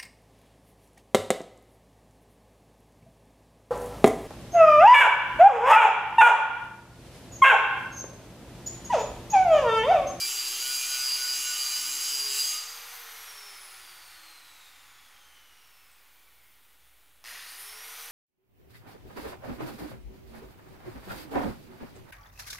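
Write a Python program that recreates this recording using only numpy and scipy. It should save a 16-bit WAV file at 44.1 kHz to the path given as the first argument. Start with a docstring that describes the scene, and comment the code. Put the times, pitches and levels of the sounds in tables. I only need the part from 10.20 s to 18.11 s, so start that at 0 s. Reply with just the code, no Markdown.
"""In a block-walled workshop with a faint mains hum, an angle grinder bites a steel plate in a vice.
It lifts off, is switched off, coasts down and is switched on again, heard by one microphone.
The wheel's rough rim repeats every turn and rings the plate, made as noise through resonances.
Gears and fan are shaped noise, the armature's whine is sine tones, and all follow one speed curve."""
import sys
import numpy as np
from scipy import signal
from scipy.fft import rfft, irfft, next_fast_len
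from scipy.io import wavfile
from scipy.ndimage import uniform_filter1d, map_coordinates

SR = 44100
rng = np.random.default_rng(int(sys.argv[2]) if len(sys.argv) > 2 else 0)


def makeup_ratio(level_db):
    """Linear amplitude ratio for a level in decibels (20 dB per factor of ten)."""
    decades = np.asarray(level_db, float) / 20
    return 10 ** decades


def persist_wave(psi):
    """Save psi, clipped to +-1, as 16-bit WAV."""
    counts = np.round(np.clip(psi, -1, 1) * 32767).astype(np.int16)
    wavfile.write(sys.argv[1], SR, np.atleast_2d(counts).T)


N = 348831
T = np.arange(N) / SR  # time in seconds

# Levels in the tables are relative: the mix or the layer's own gain comes on top.

# How hard the hand works. Each row: time in seconds, pressure in dB, grip on the main mode in dB.
CUT = [(0.0, -31, -34), (0.03, -33.5, -28.5), (0.12, -33.5, -41.5), (0.18, -36, -34.5),
       (0.79, -33.5, -34.5), (0.91, -35.5, -25.5), (1.12, -36.5, -34.5), (1.16, -33, -30),
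       (1.31, -35, -35.5), (1.54, -34.5, -31), (1.65, -35.5, -44.5), (1.87, -34.5, -34.5),
       (2.07, -38, -33.5), (2.16, -31, -29), (2.31, -34.5, -35.5), (2.36, -37.5, -35.5)]
# How fully plate, main mode, grit and body follow the swings of their control: shares from 0 to 1.
FOLLOW_SHARES = (0.73, 0.33, 1, 0.52)
# Plate, main mode, grit and body over their control, in dB.
LAYER_DB = (-2.5, -6.5, -4, -6.5)
# Resonances of the plate; the first three are its low body. Each row: pitch in Hz, width in Hz, level in dB.
PLATE_MODES = [(2380, 19, -4), (2910, 290, -5), (4052, 105, -6.5), (5330, 420, -2), (6457, 216, 6.5),
               (7523, 210, 5.5), (8200, 320, -5.5), (8840, 400, -23)]
# The plate's strongest mode and its skirt. Each row: pitch in Hz, width in Hz, level in dB.
MAIN_MODE = [(4770, 32, 1), (4780, 390, -7.5)]
# High resonances of the gritty layer. Each row: pitch in Hz, width in Hz, level in dB.
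GRIT_MODES = [(9700, 620, -4), (11010, 350, -0.5), (10880, 500, 4.5), (12640, 1000, -7.5),
              (12660, 170, 0.5), (14860, 800, -6.5)]
# Tone colour of the low scrubbing. Each row: frequency in Hz, level in dB.
SCRUB_COLOUR = [(200, -27), (250, -13), (320, -2.5), (450, -17), (700, -12.5), (1200, -3), (1700, -7),
                (2300, 1), (3000, -55), (5000, -90)]
# Chatter bursts, by tones per wheel turn. Each row: centre in seconds, length in seconds, level in dB.
CHATTER_BURSTS = {"3": [(.05, 0.18, -78), (2.07, 0.17, -60)], "9": [(.8, 0.31, -57), (1.2, 0.058, -65),
                  (1.46, 0.24, -48), (2.36, 0.068, -49)], "11": [(.47, 0.12, -49.5), (.74, 0.14, -49.5),
                  (1.03, 0.12, -47), (1.28, 0.058, -43), (1.5, 0.17, -64)], "18": [(.03, 0.12, -44.5),
                  (.6, 0.11, -40), (1.22, 0.27, -53), (1.57, 0.39, -51), (1.9, 0.082, -56)]}
# The same tones between bursts. 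Each entry: tones per wheel turn, level in dB.
CHATTER_MURMUR = {"3": -69.5, "9": -65.5, "11": -62.5, "18": -81}
# Wheel unbalance under load. Each row: tones per wheel turn, level in dB.
UNBALANCE = [(2, -84), (2.563, -72.5), (3.998, -74.5), (6.002, -72)]

# Armature speed while cutting, then running free after the wheel lifts off, up to switch-off. Each row: time in
# seconds, speed in turns per second.
POWERED_SPEED = [(0, 425.8), (.35, 429), (.45, 432.5), (.85, 434.7), (1.29, 435.3), (1.63, 439),
                 (1.75, 444.5), (2.17, 448), (2.3, 441), (2.42, 448.6), (2.6, 467.5), (2.76, 477)]
# Whine, by tones per armature turn. Each entry: level in dB at FULL_HZ, power of speed,
# dB gained while accelerating, dB change while cutting.
WHINE = {"1": (-66, 3.7, 4, -6), "13": (-56, 2.1, 15, -8), "26": (-51, 3, 18, -20), "39": (-60, 2, 0, -40)}
# When each whine is heard, by tones per armature turn. 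Each entry: fading speed in turns per second,
# delay in seconds after switch-on.
AUDIBLE = {"1": (225, .24), "13": (160, .14), "26": (198, .3), "39": (290, 2)}
# How the housing lets tones out. Each row: frequency in Hz, level in dB.
VENTS = [(2250, 4), (2650, -1), (3000, 4), (3500, -2), (4200, 0), (4900, 0), (5350, 4), (5900, -2),
         (6400, -4), (7200, -7), (8600, -5), (10000, -4), (11300, -5), (12500, 0), (14100, -4),
         (15500, -18)]
# Tone colour of the gears. Each row: frequency in Hz, level in dB.
GEAR_COLOUR = [(88, -58), (150, -74), (278, -17), (422, -17), (566, -3.5), (832, 0.5), (1410, 1),
               (1640, -5.5), (5470, -4.5), (6000, -5.5), (7800, -16), (13200, -120)]
# Hollow low rattle of the gearbox. Each row: pitch in Hz, width in Hz, level in dB; used squared.
GEARBOX_MODES = [(506, 460, 3), (781, 440, 4)]
# Tone colour of the fan. Each row: frequency in Hz, level in dB.
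FAN_COLOUR = [(2000, -16), (3500, -1), (6500, -1.5), (7800, -2), (9600, 1), (12000, 0), (14000, -2),
              (16000, -3), (17000, -50)]
# Resonances of the casing. Each row: pitch in Hz, width in Hz, level in dB.
CASING_MODES = [(1030, 73, -62), (2034, 910, 11.5), (5070, 59, -6), (6320, 114, 1), (9630, 250, 1.5),
                (11640, 760, -3), (15300, 1400, -10)]
# Resonances of the stator. Each row: pitch in Hz, width in Hz, level in dB.
STATOR_MODES = [(1290, 1350, -2.5), (1910, 210, 9), (2680, 420, 1.5), (4440, 300, 0.5), (4980, 160, 3.5),
                (6330, 900, -2.5)]
# Resonances of the brushes. Each row: pitch in Hz, width in Hz, level in dB.
BRUSH_MODES = [(9500, 370, -1.5), (12400, 730, -4.5), (15400, 390, -19)]
# Flares of the brush fizz. Each row: centre in seconds, level in dB.
FIZZ_FLARES = [(7.1, -54), (7.42, -53)]

# A small steel part rings. Each row: start in seconds, pitch in Hz, level in dB, time to fall 60 dB in seconds.
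TINK = [(5.715, 8081, -63, .35)]
# Mains hum. Each row: pitch in Hz, level in dB.
HUM = [(59.2, -80.5), (118.4, -86.5)]
# Tone colour of the background hiss. Each row: frequency in Hz, level in dB.
FLOOR_COLOUR = [(12, -28), (20, -25), (32, -26), (43, -4), (65, -13.5), (234, -22), (255, -19.5),
                (293, -17.5), (434, -20), (3530, -16.5), (5080, -29), (9950, -19), (16000, -22)]
# How long the walls answer. Each row: frequency in Hz, time to fall 60 dB in seconds.
WALLS = [(200, 0.11), (2000, 1), (5000, 1), (12000, 0.6)]

# The hand, the main mode that makes wheel tones sing, and the fading body.
HAND_DB, HAND_HZ = -0.64, 7.91  # unsteadiness and its rate
LOCK_HZ, LOCK_WIDTH_HZ, LOCK_DB = 4810, 99, -4
BODY_FADE_DB_PER_S = 1  # the low modes weaken as the wheel works along the edge

# Speeds, in armature turns per second.
GEAR_RATIO = 3.25  # armature turns per wheel turn
SWITCH_ON_S = 7.0408
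DRAG_S, FRICTION_HZ = 5.943, 369.7  # coasting: air drag acts on speed plus a friction term
FREE_HZ, KICK_S, CLIMB_S, CLIMB_SHARE = 509.8, 0.165, 0.45, 0.65  # a quick kick, then a slow climb
FULL_HZ = 477  # speed at which the motor levels are given

# Motor levels; they grow as a power of speed.
GEARS_DB, GEARS_POWER = -48, 2.135
GEARBOX_DB, GEARBOX_POWER = -75.5, 0.69  # outlasts the rest
FAN_DB, FAN_POWER, DRAUGHT_DB = -48, 3.35, -75  # the draught stays at any speed
GEARS_START_DB, GEARS_START_S = -54, 0.13  # extra noise at switch-on and its time to fall to 1/e
FAN_START_DB, FAN_START_S = -54, 0.3
POWERED_DB = 0.5  # the tones are stronger under current from switch-on
SIZZLE_HZ, SIZZLE_SPAN_HZ, SIZZLE_DB = 175, 45, -70  # a thin high hiss around one slow armature speed

# Switch-on current dies in two stages.
GROWL_DB, GROWL_FAST_S, GROWL_SLOW_DB, GROWL_SLOW_S = -41, 0.16, -59, 0.35
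FIZZ_DB, FLARE_S = -53, 0.043
MAINS_HZ = 59.2
FLOOR_DB = -64
TOP_HZ = 15750


def grinding():
    """The rim drives the plate's modes; a few low tones of the wheel's turn chatter in bursts."""
    touch = makeup_ratio(-400 * np.clip(T - 2.37, 0, 1))  # the wheel lifts off
    press_db, grip_db = curves(CUT)
    controls = (press_db, grip_db, press_db, press_db)
    plate_db, ring_db, grit_db, body_db = (
        control[0] + share * (control - control[0]) + db + HAND_DB * wobble(HAND_HZ)
        for control, db, share in zip(controls, LAYER_DB, FOLLOW_SHARES))

    plate_force = rim(wear_hz=7, fresh=0.78, bump=0.053)
    plate = makeup_ratio(plate_db) * filtered(plate_force, modes(PLATE_MODES[3:]))
    body_force = rim(wear_hz=11, fresh=0.96, bump=0.29)
    body = makeup_ratio(body_db - BODY_FADE_DB_PER_S * T) * filtered(body_force, modes(PLATE_MODES[:3]))
    ring_force = rim(wear_hz=18, fresh=3.0, bump=0.12)
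    # each mode alone, so that both add with the same sign
    ring = makeup_ratio(ring_db) * filtered(ring_force, lambda f: sum(modes([mode])(f) for mode in MAIN_MODE))
    grit = makeup_ratio(grit_db) * filtered(rim(wear_hz=16, fresh=2.5, bump=0.16), modes(GRIT_MODES))
    scrub = makeup_ratio(-51) * filtered(rim(wear_hz=12, fresh=1.5, bump=0.15), colour(SCRUB_COLOUR))

    low = body + grit + scrub + wheel_tones(grip_db)
    return touch * low + touch ** 0.54 * plate + touch ** 0.32 * ring  # the plate's modes ring on after lift-off, the main mode longest


def rim(wear_hz, fresh, bump):
    """Force of the rim: a rough profile that returns every turn and slowly wears, loose grit, a high spot."""
    wheel, size = turns() / GEAR_RATIO, 360
    profile = rng.standard_normal((200, size))
    place = wheel + 0.0025 * wobble(40)  # the hand-held contact point trembles
    path = [T * np.clip(wear_hz, 0, 24), place % 1 * size]
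    repeat = map_coordinates(profile, path, order=1, mode="grid-wrap")
    high_spot = 1 + bump * np.cos(2 * np.pi * wheel) + 0.067 * np.cos(4 * np.pi * wheel)
    return high_spot * makeup_ratio(0.18 * wobble(36.83)) * (unit(repeat) + fresh * rng.standard_normal(N))


def wheel_tones(grip_db):
    """Tones tied to the wheel's turn: chatter, tones that sing as they pass the main mode, unbalance."""
    wheel = 2 * np.pi * turns() / GEAR_RATIO
    tones = []
    for name, rows in CHATTER_BURSTS.items():
        gain = makeup_ratio(CHATTER_MURMUR[name]) + swells(rows)
        tones.append((int(name), gain * makeup_ratio(0.64 * wobble(24.64))))
    for k in range(34, 38):
        offset = 2 * (k * speed() / GEAR_RATIO - LOCK_HZ) / LOCK_WIDTH_HZ
        near = 1 / np.sqrt(1 + offset ** 2)
        tones.append((k, near * makeup_ratio(grip_db + LOCK_DB + 3.5 * wobble(16))))
    for k, db in UNBALANCE:
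        tones.append((k, makeup_ratio(db + 3.5 * wobble(7))))
    return sum(np.sqrt(2) * gain * np.sin(k * wheel + 0.71 * wobble(23.06)) for k, gain in tones)


def motor():
    """Gear rattle and fan hiss through the casing, with the armature's whine and a thin sizzle."""
    pace = speed() / FULL_HZ
    angle = 2 * np.pi * turns()
    casing = lambda f: 1 + abs(modes(CASING_MODES)(f))

    gears_gain = makeup_ratio(GEARS_DB) * pace ** GEARS_POWER + after_start(GEARS_START_DB, GEARS_START_S)
    beat = 1 + 0.15 * np.cos(angle / GEAR_RATIO) + 0.2 * np.cos(angle)
    rattle = beat * makeup_ratio(0.38 * wobble(25)) * rng.standard_normal(N)
    gears = gears_gain * filtered(rattle, lambda f: colour(GEAR_COLOUR)(f) * casing(f))
    gearbox_gain = makeup_ratio(GEARBOX_DB) * pace ** GEARBOX_POWER
    gearbox = gearbox_gain * filtered(rattle, lambda f: modes(GEARBOX_MODES)(f) ** 2)

    fan_gain = makeup_ratio(FAN_DB) * pace ** FAN_POWER + makeup_ratio(DRAUGHT_DB) + after_start(FAN_START_DB, FAN_START_S)
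    hiss = (1 + 0.35 * np.cos(angle)) * makeup_ratio(1.06 * wobble(16)) * rng.standard_normal(N)
    fan = fan_gain * filtered(hiss, lambda f: colour(FAN_COLOUR)(f) * casing(f))

    near_speed = np.exp(-((speed() - SIZZLE_HZ) / SIZZLE_SPAN_HZ) ** 2)
    sizzle_gain = (T < SWITCH_ON_S) * near_speed * makeup_ratio(SIZZLE_DB + 1.8 * wobble(8))
    sizzle = sizzle_gain * filtered(hiss, modes([(14200, 1050, 0)]))
    return gears + gearbox + fan + whine() + sizzle


def whine():
    """Armature tones at whole multiples of its speed, unsteady and blurred, let out by the housing."""
    pace = speed() / FULL_HZ
    angle = 2 * np.pi * turns()
    powered = T >= SWITCH_ON_S
    cutting = np.clip((2.45 - T) / 0.092, 0, 1)
    pull = np.clip(powered * np.gradient(speed()) * SR / 800, 0, 1) ** 2
    # hard acceleration shakes the slot tone, 13 per turn
    strain = (0.5 + 0.7 * pull) * unit(uniform_filter1d(rng.standard_normal(N), size=120))
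    total = 0
    for name, (full_db, power, pull_db, cut_db) in WHINE.items():
        k, (fade_hz, emerge_s) = int(name), AUDIBLE[name]
        db = full_db + pull_db * pull + cut_db * cutting + POWERED_DB * powered + 1.1 * wobble(6)
        if k > 1:
            db = db + along(VENTS, k * speed())
        heard = np.where(powered, (T - SWITCH_ON_S - emerge_s) / 0.027, (speed() - fade_hz) / 12)
        gain = pace ** power / (1 + np.exp(-np.clip(heard, -50, 50)))
        gain = gain * makeup_ratio(db + 2.9 * wobble(30)) * (1 + 0.15 * np.cos(angle / GEAR_RATIO))
        # air turbulence blurs each line
        gain *= 1 + 0.23 * unit(uniform_filter1d(rng.standard_normal(N), size=90))
        phase = k * angle + np.sqrt(k) * 0.14 * wobble(45) + (k == 13) * strain
        total = total + np.sqrt(2) * gain * np.sin(phase)
    return total


def inrush():
    """Mains half-cycles jolt the slow armature at switch-on and smear as it speeds up; the brushes fizz."""
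    powered = T >= SWITCH_ON_S
    growl_gain = after_start(GROWL_DB, GROWL_FAST_S) + after_start(GROWL_SLOW_DB, GROWL_SLOW_S)
    fizz_gain = makeup_ratio(FIZZ_DB) + swells([(s, 2 * FLARE_S, db) for s, db in FIZZ_FLARES])
    since = np.clip(T - SWITCH_ON_S, 0, None)
    jolt = np.exp(-(since % (1 / (2 * MAINS_HZ))) / 0.00057)
    sharp = np.exp(-since / 0.033)
    drive = (1.7 * sharp * jolt + (1 - sharp) * (1 + 0.97 * jolt)) * rng.standard_normal(N)
    stator = lambda f: modes(STATOR_MODES)(f) + 0.078 * 1j * f / (1500 + 1j * f)
    growl = growl_gain * filtered(powered * drive, stator)
    fizz = fizz_gain * makeup_ratio(1.3 * wobble(30)) * filtered(powered * drive, modes(BRUSH_MODES))
    return np.sqrt((N / SR - SWITCH_ON_S) * SR / N) * (growl + fizz)  # levels hold for the powered part


def speed():
    """Armature turns per second: cutting, running free, coasting, then running up again."""
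    off_s, off_hz = POWERED_SPEED[-1]
    coast = lambda t: (off_hz + FRICTION_HZ) / (1 + (t - off_s) / DRAG_S) - FRICTION_HZ
    since = np.clip(T - SWITCH_ON_S, 0, None)
    kick = np.exp(-(since / KICK_S) ** 1.5)
    lacking = (1 - CLIMB_SHARE) * kick + CLIMB_SHARE * np.exp(-since / CLIMB_S)
    climb = FREE_HZ - (FREE_HZ - coast(SWITCH_ON_S)) * lacking
    unpowered_or_climb = np.where(T < SWITCH_ON_S, coast(T), climb)
    return np.where(T < off_s, curves(POWERED_SPEED)[0], unpowered_or_climb)


def turns():
    """Armature angle in turns: the running sum of its speed."""
    return np.cumsum(speed()) / SR


def room(x):
    """The walls' answer is noise in which each frequency dies at its own pace."""
    hz, t, z = signal.stft(rng.standard_normal(SR), SR, nperseg=256)
    fading = z * makeup_ratio(-60 * t / along(WALLS, hz)[:, None])
    tail = signal.istft(fading, SR, nperseg=256)[1]
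    late = np.pad(x, (300, 0))  # the answer starts 300 samples late
    return signal.fftconvolve(late, tail / np.linalg.norm(tail))[:N]


def workshop():
    """Background hiss is shaped noise, mains hum is wavering sines, one small part rings and dies away."""
    hum = sum(np.sqrt(2) * makeup_ratio(db + 2.6 * wobble(7.4)) * np.sin(2 * np.pi * hz * T) for hz, db in HUM)
    tink = sum((T > s) * makeup_ratio(db - 60 * abs(T - s) / t60) * np.sin(2 * np.pi * hz * T)
               for s, hz, db, t60 in TINK)
    return hum + tink + makeup_ratio(FLOOR_DB) * filtered(rng.standard_normal(N), colour(FLOOR_COLOUR))


def unit(x):
    """Scale to rms 1."""
    return x / np.sqrt(np.mean(x ** 2) + 1e-20)


def curves(rows):
    """One value per sample for each column after the time."""
    s, *cols = np.transpose(rows)
    return [np.interp(T, s, c) for c in cols]


def along(points, hz):
    """Read a value between (Hz, value) points on a log axis."""
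    f, v = np.transpose(points)
    return np.interp(np.log(hz + 1), np.log(f + 1), v)


def wobble(rate):
    """A smooth random curve with rate knots a second, at most 60."""
    return map_coordinates(rng.standard_normal(int(N * 60 / SR) + 4), [T * min(rate, 60)])


def swells(rows):
    """Bell-shaped gains from (centre s, length s, dB) rows."""
    return sum(makeup_ratio(db) * np.exp(-(2 * (T - s) / length) ** 2) for s, length, db in rows)


def after_start(db, fall_s):
    """A gain that jumps up at switch-on and decays."""
    return (T >= SWITCH_ON_S) * makeup_ratio(db) * np.exp(-abs(T - SWITCH_ON_S) / fall_s)


def filtered(x, response):
    """x times a complex response of frequency, brought to rms 1."""
    m = next_fast_len(N + SR // 2)
    return unit(irfft(rfft(x, m) * response(np.fft.rfftfreq(m, 1 / SR)), m)[:N])


def modes(table):
    """Response of a set of resonances with alternating signs; each rings after it is struck."""
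    def response(f):
        total = 0
        for k, (c, w, db) in enumerate(table):
            total = total + (-1) ** k * makeup_ratio(db) * 1j * f * w / (c * c - f * f + 1j * f * w)
        return total
    return response


def colour(spectrum):
    """Response that follows a short spectrum."""
    return lambda f: makeup_ratio(along(spectrum, f))


def scene():
    """Direct sound, room and background, the same on both channels."""
    tool = grinding() + motor() + inrush()
    mix = makeup_ratio(-1.5) * tool + makeup_ratio(-4.5) * room(tool) + workshop()
    return np.tile(mix, (2, 1))


def roll_off(x):
    """The treble ends steeply here."""
    return signal.sosfilt(signal.butter(12, 16800, fs=SR, output="sos"), x)


def record(dry):
    """The microphone's signal gets a sharp upper limit and a small steady offset."""
    kept = irfft(rfft(dry) * (np.fft.rfftfreq(N, 1 / SR) < TOP_HZ), N)
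    return roll_off(kept + 0.00086)


dry = scene()
out = record(dry)
persist_wave(out)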